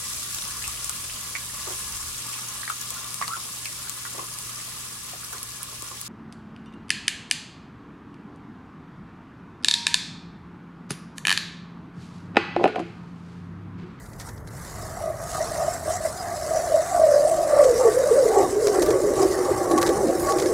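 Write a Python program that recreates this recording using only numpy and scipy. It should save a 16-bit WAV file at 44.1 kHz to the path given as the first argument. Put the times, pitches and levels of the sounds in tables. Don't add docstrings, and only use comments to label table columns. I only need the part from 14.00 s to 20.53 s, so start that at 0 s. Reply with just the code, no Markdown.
import sys
import numpy as np
from scipy import signal
from scipy.io import wavfile
from scipy.ndimage import uniform_filter1d

SR = 44100
rng = np.random.default_rng(int(sys.argv[2]) if len(sys.argv) > 2 else 0)


def rack_gain(trim_db):
    fader = np.asarray(trim_db, float)
    return 10 ** (fader / 20)


def inscribe(sig):
    pcm = np.round(np.clip(np.atleast_2d(sig).T, -1, 1) * 32767)
    wavfile.write(sys.argv[1], SR, pcm.astype(np.int16))


N = 287973


def evened(x):
    return x / np.sqrt(np.mean(x ** 2) + 1e-20)


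def read(points, hz):
    f, value = np.transpose(points)
    return np.interp(np.log(hz + 1), np.log(f + 1), value)


def columns(rows):
    s, *values = np.transpose(rows)
    return [np.interp(np.arange(N) / SR, s, v) for v in values]


def lowpassed(x, order, hz):
    return signal.sosfilt(signal.butter(order, hz, fs=SR, output="sos"), x)


def coloured(x, points):
    half = np.log(rack_gain(np.maximum(read(points, np.fft.rfftfreq(4096, 1 / SR)), -100)))
    full = np.r_[half, half[-2:0:-1]]
    phase = -signal.hilbert(full).imag
    taps = np.fft.ifft(np.exp(full + 1j * phase)).real[:2048]
    return signal.oaconvolve(x, taps / np.linalg.norm(taps))[:len(x)]


def resonate(x, hz, width, order=1):
    turn = np.exp(2j * np.pi * np.cumsum(hz * np.ones(N)) / SR)
    r = np.exp(-np.pi * width / SR)
    low = x / turn
    for _ in range(order):
        low = signal.lfilter([1 - r], [1, -r], low)
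    return evened((turn * low).real)


def steadied(x, share, seconds):
    power = uniform_filter1d(x ** 2, max(int(seconds * SR), 8))
    return evened(x / (power + 0.021) ** (share / 2))


def wander(rate_hz):
    return evened(lowpassed(rng.standard_normal(N), 2, rate_hz))


def blotches(shape, tall, wide):
    field = uniform_filter1d(rng.standard_normal(shape), size=tall, axis=0)
    return evened(uniform_filter1d(field, size=wide, axis=1))


def bumps(s, length):
    away = 2 * (np.arange(0, N, 64) / SR - np.c_[s]) / np.c_[length]
    return np.exp(-np.minimum(away ** 2, 50))


def lifted(db, s, length, lift_db):
    return db + np.interp(np.arange(N), np.arange(0, N, 64), lift_db @ bumps(s, length))


def peaked(db, s, length, peak_db):
    return 10 * np.log10(lifted(rack_gain(2 * db), s, length / np.sqrt(2), rack_gain(2 * peak_db)))


def chips(per_s, spread_db, smooth):
    size = rack_gain(spread_db * np.minimum(rng.exponential(1, N), 5)) * rng.choice([-1., 1.], N)
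    broken = evened(size * (rng.random(N) < per_s / SR))
    smooth = np.clip(smooth, 0, 1)
    return np.sqrt(smooth) * rng.standard_normal(N) + np.sqrt(1 - smooth) * broken


# (time [s], level [dB])
WIND_LEVEL = [(0.0, -41), (0.35, -37.5), (0.95, -37.5), (1.85, -38.5), (2.78, -41.5), (3.97, -39),
              (4.7, -40.5), (5.2, -36.5), (6.53, -38.5)]
# (time [s], length [s], lift [dB])
WIND_GUSTS = [
    (1.087, 0.074, -3),
    (4.37, 0.16, -3),
    (4.437, 0.095, 5.5),
    (4.88, 0.11, 4),
    (5.397, 0.16, -4),
    (5.53, 0.045, 6),
    (5.996, 0.1, 5),
    (6.113, 0.091, -5),
    (6.26, 0.086, 1.5),
    (6.34, 0.06, -4),
]
# (frequency [Hz], level [dB per Hz])
AIR_SPECTRUM = [(13, -55), (22, -4), (65, -7), (147, -8.5), (194, -13.5), (228, -17.5), (301, -20),
                (724, -25.5), (1040, -26), (2050, -34.5), (2400, -55), (3380, -54), (5720, -74)]


def wind():
    level_db = lifted(columns(WIND_LEVEL)[0], *np.transpose(WIND_GUSTS))
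    cut = signal.butter(2, 36, "high", fs=SR, output="sos")

    def wash():
        air = coloured(rng.standard_normal(N), AIR_SPECTRUM)
        return steadied(signal.sosfilt(cut, air), 0.32, 0.062)

    shared, own = wash(), wash()
    buffet = 1.7 * evened(lowpassed(own, 6, 36))
    moan_hz = 95 * (1 + .2 * wander(1.5))
    moan = .35 * resonate(rng.standard_normal(N), moan_hz, 14, order=2)
    unlike = rack_gain(-27.5) * np.outer([1, -1], own + buffet)
    return rack_gain(level_db - 1.7) * (shared + moan + unlike)


# (time [s], level [dB])
SHAVING_FLOW = [(0.0, -55.5), (0.17, -59.5), (0.32, -56), (0.44, -67), (0.48, -54), (0.67, -44.5),
                (1.18, -44.5), (1.33, -37), (2.2, -41), (2.8, -37), (3.44, -38.5), (3.7, -35), (4.4, -35.5),
                (5.0, -39.5), (5.35, -36), (5.62, -39), (6.18, -38), (6.53, -37)]
# (time [s], length [s], lift [dB])
FLOW_SPURTS = [(0.043, 0.09, 1.5), (0.203, 0.035, 10), (0.271, 0.065, 11.5), (.465, 0.0072, -1),
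               (0.499, 0.012, -11), (1.13, .13, -4), (1.741, 0.021, 4), (1.806, 0.071, -6),
               (1.933, 0.12, 2.5), (1.996, .04, -4), (2.066, 0.079, 5), (3.125, 0.1, 2), (3.634, 0.1, 2),
               (4.465, 0.061, -1), (4.575, 0.045, -3.5), (4.671, 0.057, 6), (4.748, 0.018, 5),
               (4.834, 0.18, 3), (5.223, 0.091, 5), (5.817, 0.014, 7), (5.834, 0.01, 4), (5.868, 0.027, 5),
               (5.95, 0.15, 2.5), (6.295, 0.079, 5.5), (6.427, 0.026, 3.5)]
# (time [s], length [s], lift [dB])
DUST_PUFFS = [
    (4.825, .022, 10),
    (4.862, .004, 14),
    (5.32, .03, 2),
    (6.217, 0.083, 10),
]
# (time [s], length [s], frequency [Hz], lift [dB])
SLIDING_CLOTS = [(.27, .04, 9100, 6), (0.485, .01, 4300, 18), (1.42, 0.074, 6300, 3.5),
                 (1.532, 0.029, 4180, 1), (1.887, 0.19, 8700, 5), (1.94, 0.071, 6060, 7),
                 (2.083, 0.084, 8600, 4), (2.566, 0.099, 5900, 7.5), (2.954, 0.19, 8500, 6),
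                 (3.13, 0.11, 5570, 5.5), (3.3, 0.071, 8440, 7), (3.604, 0.087, 8530, 2),
                 (3.77, 0.05, 5330, 6.5), (4.15, .1, 8600, 2.5), (4.39, 0.054, 7400, 8),
                 (6.206, 0.028, 9500, 9), (0.378, .012, 5000, 22), (5.73, 0.078, 9800, 5.5),
                 (6.048, 0.063, 9550, 3)]
# (time [s], length [s], frequency [Hz], lift [dB])
FLUTE_STREAKS = [
    (1.71, 0.14, 7600, 9),
    (2.2, .06, 5000, 17),
    (2.5, 0.42, 11000, 12),
    (3.21, 0.54, 7600, 2.5),
    (3.15, .1, 6800, 3),
    (2.47, 0.1, 7000, -5),
    (3.9, 0.87, 7200, -0.5),
    (4.9, .06, 8500, 7),
    (4.7, .06, 5500, 6),
    (2.2, .05, 4200, 6),
]
# (frequency [Hz], level [dB per Hz])
SPRAY_SPECTRUM = [(1410, -32), (2400, -15), (2540, -13), (3130, -11), (3330, -16), (3660, -9), (5420, -2),
                  (6690, -2), (7470, 0), (10400, -6.5), (11700, -22), (14800, -19.5), (15600, -43)]
# (frequency [Hz], level [dB per Hz])
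SCRAPE_SPECTRUM = [(100, -63), (180, -11), (300, 0.5), (600, 1), (1000, 1.5), (1400, 0.5), (2000, -0.5),
                   (2500, -16.5), (3200, -31), (6000, -72)]
# (frequency [Hz], level [dB per Hz])
DUST_SPECTRUM = [(6000, -33), (10000, -4.5), (12000, -4), (15600, -12), (17000, -42)]
# (time [s], length [s], shaft ring peak [dB], overtone peak [dB])
WALL_BINDS = [(0.993, 0.07, -58, -35), (1.757, 0.048, -49, -35), (2.236, 0.11, -57, -34),
              (1.355, 0.065, -38, -46), (1.61, 0.12, -42, -31), (2.97, 0.13, -38, -35.5),
              (3.592, 0.16, -30, -30), (3.834, 0.087, -31, -24.5), (4.1, 0.074, -38, -40),
              (4.389, 0.13, -32.5, -18), (4.763, 0.091, -39, -26.5), (4.928, 0.18, -35.5, -38),
              (5.224, 0.094, -30.5, -23.5), (5.503, 0.3, -31.5, -30), (5.785, 0.22, -30, -25),
              (5.966, 0.12, -35.5, -30), (6.303, 0.18, -33.5, -27)]


def shavings():
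    spray_db = lifted(columns(SHAVING_FLOW)[0], *np.transpose(FLOW_SPURTS))
    scrape_db = -41.5 + 0.8 * (spray_db + 37)
    s, length, ring_db, _ = np.transpose(WALL_BINDS)
    scrape_db = peaked(scrape_db, s, length, ring_db - 10.5)
    clumps = wander(68)
    spray = coloured(chips(7000, 7.9, 0.82), SPRAY_SPECTRUM) * rack_gain(1.3 * clumps)
    scrape = coloured(chips(2500, 3.9, 0.55), SCRAPE_SPECTRUM) * rack_gain(0.26 * clumps)

    hz, t, z = signal.stft(np.array([spray, scrape]), SR, nperseg=512)
    field_db = 1.4 * blotches(z[0].shape, tall=8, wide=8)
    field_db += 3.1 * blotches(z[0].shape, tall=2, wide=6)
    for rows, log_width in (SLIDING_CLOTS, 0.14), (FLUTE_STREAKS, 0.019):
        for s, length, ring_hz, lift_db in rows:
            off_time = 2 * (t - s) / length
            off_pitch = np.log(hz[:, None] / ring_hz + 1e-9) / log_width
            field_db += lift_db * np.exp(-off_time ** 2 - off_pitch ** 2)
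    patchy = signal.istft(z * rack_gain(field_db), SR, nperseg=512)[1][:, :N]
    spray, scrape = map(evened, patchy)

    grains = chips(5700, 4.5, 0.5) * rack_gain(1.8 * clumps)
    dust_db = lifted(0.6 * spray_db - 26.5, *np.transpose(DUST_PUFFS))
    dust = rack_gain(dust_db) * coloured(grains, DUST_SPECTRUM)
    return rack_gain(spray_db - 0.2) * spray + rack_gain(scrape_db + 3.5) * scrape + dust


# (time [s], peak [dB], decay by 60 dB [s], weight of the low thud [dB])
CRUNCHES = [(0.0594, -40, 0.044, -4), (0.1982, -30.5, 0.14, -8), (0.214, -37, 0.033, -15),
            (0.288, -31.5, 0.048, -6), (0.133, -36, 0.023, 10), (0.379, -38, 0.02, -10),
            (0.474, -33, 0.026, -13), (0.4894, -51, 0.023, -17), (0.6853, -49, 0.031, -20),
            (1.328, -37, 0.046, -6), (3.403, -33, 0.036, -18), (3.6392, -20.5, 0.062, 14),
            (4.6706, -11, 0.018, -15), (4.6817, -19, 0.024, -15), (4.8211, -14.5, 0.034, -28),
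            (4.8268, -13, 0.02, -10), (4.7955, -25, .02, -20), (4.861, -21, 0.025, -13),
            (4.905, -19, 0.043, -15), (5.221, -26, 0.075, -10), (5.3207, -31, 0.058, -8),
            (5.7124, -22, 0.059, -11), (5.7774, -16, 0.04, 2), (5.7832, -16, .03, -10),
            (5.8134, -19, 0.04, -17), (5.818, -17, .03, -17), (5.828, -6.5, 0.015, -12),
            (5.8635, -18, 0.05, -27), (5.8695, -19, 0.03, -22), (5.877, -17, .02, -20),
            (5.8905, -19, 0.047, -6), (6.196, -28, 0.04, 19), (6.321, -17, 0.031, -8),
            (6.384, -21, 0.067, -4), (6.3987, -18, 0.044, -12), (6.423, -21.5, 0.036, -14),
            (6.4583, -21.5, 0.047, 0)]
# (frequency [Hz], level [dB per Hz])
CRACK_SPECTRUM = [(1350, 5), (2300, 3), (2740, -6.5), (3720, 2), (4960, 2), (6360, 4), (6940, 1),
                  (12800, -8), (15600, -17)]


def snaps():
    layers = np.zeros((2, N + SR))
    t = np.arange(SR // 8) / SR
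    crumbs = rng.standard_normal((len(CRUNCHES), len(t)))
    onset = np.minimum(t / 0.00043, 1) * (1 + 1.0 * np.exp(-t / 0.00018))
    for (s, peak_db, t60, thud_db), noise in zip(CRUNCHES, crumbs):
        burst = rack_gain(peak_db - 60 * t / max(t60, .005)) * noise * onset
        layers[:, round(s * SR):][:, :len(t)] += burst * rack_gain([[-6], [thud_db - 41]])
    return coloured(layers[0, :N], CRACK_SPECTRUM) + coloured(layers[1, :N], SCRAPE_SPECTRUM)


# (frequency [Hz], level [dB per Hz])
SHEET_SPECTRUM = [(150, -15), (330, 0), (500, 5), (680, -1.5), (760, -23.5), (1000, -19), (2000, -66),
                  (4000, -100)]


def sheet(drive, note_hz):
    hz, t, z = signal.stft(coloured(drive, SHEET_SPECTRUM), SR, nperseg=2048, noverlap=1536)
    floor_hz = 1.085 * np.interp(t * SR, np.arange(N), note_hz)
    octaves_below = np.log2(floor_hz / (hz[:, None] + 1))
    ridges_db = 3.5 * blotches(z.shape, tall=2, wide=6)
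    shaped = z * rack_gain(ridges_db - 38 * np.clip(octaves_below, 0, .4))
    hum = signal.istft(shaped, SR, nperseg=2048, noverlap=1536)[1][:N]
    boom_db = -17 - 7 * np.clip((3.35 - np.arange(N) / SR) / .2, 0, 1)
    return hum * 0.99 + rack_gain(boom_db) * resonate(drive, 342, 88, order=2)


# (frequency [Hz], width [Hz], level at the start [dB], gain at full depth [dB])
SHAFT_MODES = [
    (1115, 36, -1.5, 24),
    (1158, 77, 12.5, -7),
    (1232, 70, 11.5, -36),
]


def shaft_ring(drive, depth):
    modes = [rack_gain(db + gain_db * depth) * resonate(drive, hz, width, order=2)
             for hz, width, db, gain_db in SHAFT_MODES]
    return steadied(sum(modes), 0.12, 0.016)


def air_column(drive, note_hz, depth):
    shallow = resonate(drive, note_hz, 180.0, order=3)
    deep = resonate(drive, note_hz, 38.0, order=3)
    pure = np.clip(2.2 * depth, 0, 0.5)
    core = steadied((1 - pure) * shallow + pure * deep, 0.95, 0.016)
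    slush_db = 4.5 * depth ** 2 * np.clip(wander(7), -2.5, 1) - 1.5 * depth
    return core * rack_gain(slush_db)


def catches(rows, rise_s):
    sound, outline = np.zeros((2, N + SR))
    t = np.arange(SR // 20) / SR
    shape = (t / rise_s / 2 * np.exp(1 - t / rise_s / 2)) ** 3
    for (s, peak_db, hz), turn in zip(rows, rng.random(len(rows))):
        start = round((s - 0.00398) * SR)
        sound[start:][:len(t)] += rack_gain(peak_db - 1.5) * shape * np.sin(2 * np.pi * (hz * t + turn))
        outline[start:][:len(t)] += rack_gain(peak_db) * shape
    return sound[:N], outline[:N]


# (time [s], level [dB])
BLADE_PRESSURE = [(0.7, -49), (0.85, -44.5), (2.2, -40.5), (2.88, -33), (3.3, -20), (4.5, -28),
                  (5.0, -25.5), (5.58, -30), (6.3, -27.5), (6.53, -21)]
# (time [s], length [s], peak [dB], note [Hz])
BLADE_BITES = [(1.074, 0.1, -24, 645), (1.22, 0.073, -36.5, 634), (1.334, .06, -46, 664),
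               (1.411, 0.063, -23, 665), (1.645, 0.17, -24.5, 630), (1.75, 0.044, -40, 687),
               (1.899, 0.048, -21, 660), (1.95, 0.047, -27, 700), (2.06, 0.058, -24.5, 640),
               (2.216, 0.042, -51, 705), (2.318, 0.14, -29.5, 667), (2.44, 0.15, -29.5, 625),
               (2.53, 0.06, -20, 675), (2.57, 0.071, -17.5, 614), (2.643, 0.056, -27, 683),
               (2.704, 0.071, -29, 588), (2.758, 0.13, -18, 616), (2.908, 0.046, -32, 704),
               (2.98, 0.13, -18.5, 670), (3.043, 0.11, -15, 623), (3.15, 0.23, -15, 579),
               (3.25, 0.059, -18.5, 614), (3.415, 0.17, -21, 650), (3.48, .06, -36, 598),
               (3.63, 0.18, -13, 550), (3.734, 0.081, -28, 455), (3.796, 0.045, -19, 513),
               (3.862, 0.06, -13.5, 445), (3.927, .05, -30, 431), (4.001, 0.089, -20.5, 531),
               (4.07, .05, -21, 568), (4.117, .04, -14.5, 481), (4.19, 0.2, -15, 536),
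               (4.292, 0.15, -24, 458.6), (4.388, 0.055, -14, 412), (4.443, 0.028, -21, 353),
               (4.573, 0.041, -18.5, 435), (4.684, 0.095, -20.5, 405), (4.802, 0.085, -19, 368),
               (4.916, 0.12, -19, 365), (5.071, 0.095, -19.5, 410.5), (5.239, 0.11, -18, 382),
               (5.388, 0.3, -27.5, 371), (5.755, 0.13, -20, 360.3), (5.898, 0.077, -19, 342.4),
               (6.03, 0.064, -29, 415), (6.061, 0.11, -20.5, 310), (6.267, 0.16, -29.5, 363),
               (6.446, 0.064, -28, 385), (6.514, 0.065, -26, 434)]
# (level at a bite of -30 dB [dB], share of the bite followed, gain at full depth [dB])
BITE_FOLLOWERS = [
    (-46, 0.056, 14.5),
    (-45.5, 0.19, 3),
    (-31.2, 0.48, 5),
]
# (time [s], peak [dB], note [Hz])
HARD_CATCHES = [(0.971, -28, 735), (1.011, -24, 614), (1.037, -23, 650), (1.057, -25, 675),
                (1.075, -19.5, 640), (1.139, -26, 606), (1.351, -26, 650), (1.38, -21.5, 751),
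                (1.405, -14, 628), (1.513, -20.5, 633), (1.58, -21, 625), (1.599, -17.5, 660),
                (1.653, -24, 684), (1.679, -11, 654), (1.732, -26, 727), (1.826, -25, 666),
                (1.857, -23.5, 616), (1.878, -17, 630), (1.901, -15, 660), (2.005, -21, 630),
                (2.051, -14, 640), (2.097, -24, 620), (2.206, -33, 780), (2.309, -25, 690),
                (2.338, -21, 725), (2.394, -28, 716), (2.432, -31, 593), (2.463, -22.5, 600),
                (2.507, -21, 630), (2.531, -14.5, 670), (2.568, -10, 642), (2.636, -17, 689),
                (2.7, -18, 555), (2.741, -5.5, 619), (2.793, -10.5, 624), (2.911, -18, 743),
                (2.945, -9.5, 680), (2.994, -8, 622), (3.014, -6, 647), (3.035, -3.5, 636),
                (3.064, -10, 590), (3.086, -9, 610), (3.139, -6, 564), (3.248, -8, 616), (3.312, -9, 657),
                (3.359, -19, 653), (3.382, -14, 594), (3.404, -9.5, 656), (3.448, -12, 617),
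                (3.482, -13, 597), (3.524, -12.5, 612), (3.533, -8, 562),
                (1.1, -16.5, 630),
    (3.158, -6, 578),
    (3.205, -9, 580),
    (3.609, -3.5, 575),
    (3.625, -3.5, 555),
    (3.704, -8.5, 493),
    (3.866, -7, 447),
    (3.883, -8, 430),
    (4.432, -12.5, 380),
    (5.735, -9, 345),
]
# (time [s], peak [dB], note [Hz])
DEEP_CATCHES = [(3.59, -3, 592), (3.651, -6.5, 531), (3.685, -9.5, 500), (3.787, -11, 518),
                (3.808, -8.5, 523), (3.849, -7.5, 457), (3.911, -18, 442), (3.943, -13.5, 475),
                (3.97, -10, 516), (3.992, -12.5, 532), (4.034, -11.5, 498), (4.056, -14, 590),
                (4.079, -17, 578), (4.11, -8, 444), (4.224, -11.5, 497), (4.254, -9, 437),
                (4.341, -16, 434), (4.369, -6, 417), (4.526, -14.5, 391), (4.621, -14, 454),
                (4.644, -13, 426), (4.667, -9.5, 423), (4.691, -13.5, 421), (4.756, -15.5, 382),
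                (4.782, -9.5, 377), (4.883, -11.5, 418), (4.904, -8.5, 363), (4.936, -13.5, 388),
                (4.986, -18, 460), (5.071, -18, 425), (5.133, -18, 442), (5.2, -9.5, 375), (5.25, -8, 355),
                (5.302, -13.5, 383), (5.335, -17, 365), (5.405, -13.5, 374), (5.483, -20, 525),
                (5.509, -12.5, 368), (5.612, -16, 355), (5.689, -22, 382), (5.709, -14, 342),
                (5.827, -19, 492), (5.886, -13, 364), (5.964, -19, 437), (6.001, -16, 402),
                (6.15, -14.5, 350), (6.225, -15.5, 357), (6.281, -23, 499), (6.305, -14.5, 464),
                (6.36, -12.5, 347), (6.416, -13.5, 384), (6.458, -11.5, 355)]


def hole():
    s, length, peak_db, hz = np.transpose(BLADE_BITES)
    bite_db = peaked(columns(BLADE_PRESSURE)[0], s, length, peak_db)
    note_hz = columns(np.c_[s, hz])[0] * (1 + 0.014 * wander(17.8))
    depth = np.clip(np.arange(N) / SR / 8.6 - .2, 0, 1)
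    overtone_db, shaft_db, sheet_db = (db + share * (bite_db + 30) + gain_db * depth
                                       for db, share, gain_db in BITE_FOLLOWERS)
    s, length, ring_db, howl_db = np.transpose(WALL_BINDS)
    overtone_db = peaked(overtone_db, s, length, howl_db)
    shaft_db = peaked(shaft_db, s, length, ring_db)

    drive = chips(900, 1.77, 0.38) * rack_gain(1.1 * wander(49))
    core = air_column(drive, note_hz, depth)
    overtone_hz = (740 + 90 * depth) * (1 + 0.034 * wander(2.7))
    ringing = rack_gain(overtone_db - 2.5) * resonate(drive, overtone_hz, 149, order=3)
    ringing += rack_gain(shaft_db - 1.0) * shaft_ring(drive, depth)
    ringing += rack_gain(sheet_db) * sheet(drive, note_hz)

    shallow_catches = catches(HARD_CATCHES, 0.004)
    caught, outline = np.add(shallow_catches, catches(DEEP_CATCHES, 0.0049))
    around = uniform_filter1d(outline, size=700, origin=-150)
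    hush = 1 + 3.3 * around / rack_gain(bite_db + 5)
    start = np.clip((np.arange(N) / SR - BLADE_PRESSURE[0][0]) / 0.11, 0, 1)
    note = start * rack_gain(bite_db + 0.24) * core / hush + caught
    return start * ringing + lowpassed(note, 6, 760)


# (time [s], length [s], frequency [Hz], peak [dB])
SUNG_SQUAWKS = [(3.877, 0.06, 1137, -28), (3.865, .04, 885, -27), (3.812, .025, 900, -28),
                (5.618, .035, 785, -27), (6.135, .045, 752, -28), (6.01, .04, 825, -30),
                (4.37, .04, 1133, -26), (4.451, 0.021, 1136, -23.5), (5.185, 0.06, 1135, -31),
                (4.445, .04, 790, -23), (5.99, .08, 205, -33), (5.783, 0.021, 1115, -16.5),
                (5.83, 0.042, 1153, -24), (5.465, .05, 1142, -31), (5.716, 0.049, 1127, -30),
                (1.297, .12, 1255, -43), (1.522, .07, 1247, -41), (5.923, .04, 1140, -34),
                (6.3, 0.038, 1122, -17), (6.378, 0.034, 1156, -33)]


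def squawks():
    t = np.arange(N) / SR
    return sum(rack_gain(db) * np.exp(-(2 * (t - s) / length) ** 2) * np.sin(2 * np.pi * hz * t)
               for s, length, hz, db in SUNG_SQUAWKS)


# (frequency [Hz], likeness [0-1], left over right [dB], left lead [rad])
MICROPHONE_PORTS = [(100, .998, -.3, 0), (350, .999, -.8, 0), (1000, .998, -.1, 0), (2800, .99, 0, 0),
                    (4200, .993, -.2, 0), (4900, .975, -1.5, 0), (5500, .998, -.2, 0),
                    (8500, .997, -.4, -.1), (9600, .95, -3.4, -.4), (10700, .88, -7.5, -.3),
                    (11400, .72, -9.8, .45), (12300, .86, -5, 1.45), (13200, .86, 0, 1.0),
                    (14600, .86, 1.5, .5), (15500, .98, .4, .1)]


def ports(x):
    hz, t, z = signal.stft(x, SR, nperseg=512)
    other = abs(z) * np.exp(2j * np.pi * rng.random(z.shape)) * 1.3
    f, *traits = np.transpose(MICROPHONE_PORTS)
    same, lean_db, lead = (read(np.c_[f, v], hz)[:, None] for v in traits)
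    shared = np.sqrt((1 + same) / 2) * z
    own = np.sqrt((1 - same) / 2) * other
    tilt = rack_gain(lean_db / 2) * np.exp(.5j * lead)
    both = np.array([(shared + own) * tilt, (shared - own) / tilt])
    return signal.istft(both, SR, nperseg=512)[1][:, :N]


def scene():
    return wind() + ports(shavings() + snaps() + hole() + squawks())


def roll_off(x):
    return signal.sosfilt(signal.butter(12, 15770, fs=SR, output="sos"), x)


def record(dry):
    ceiling = 1.1
    return roll_off(ceiling * np.tanh(dry / ceiling))


dry = scene()
out = record(dry)
inscribe(out)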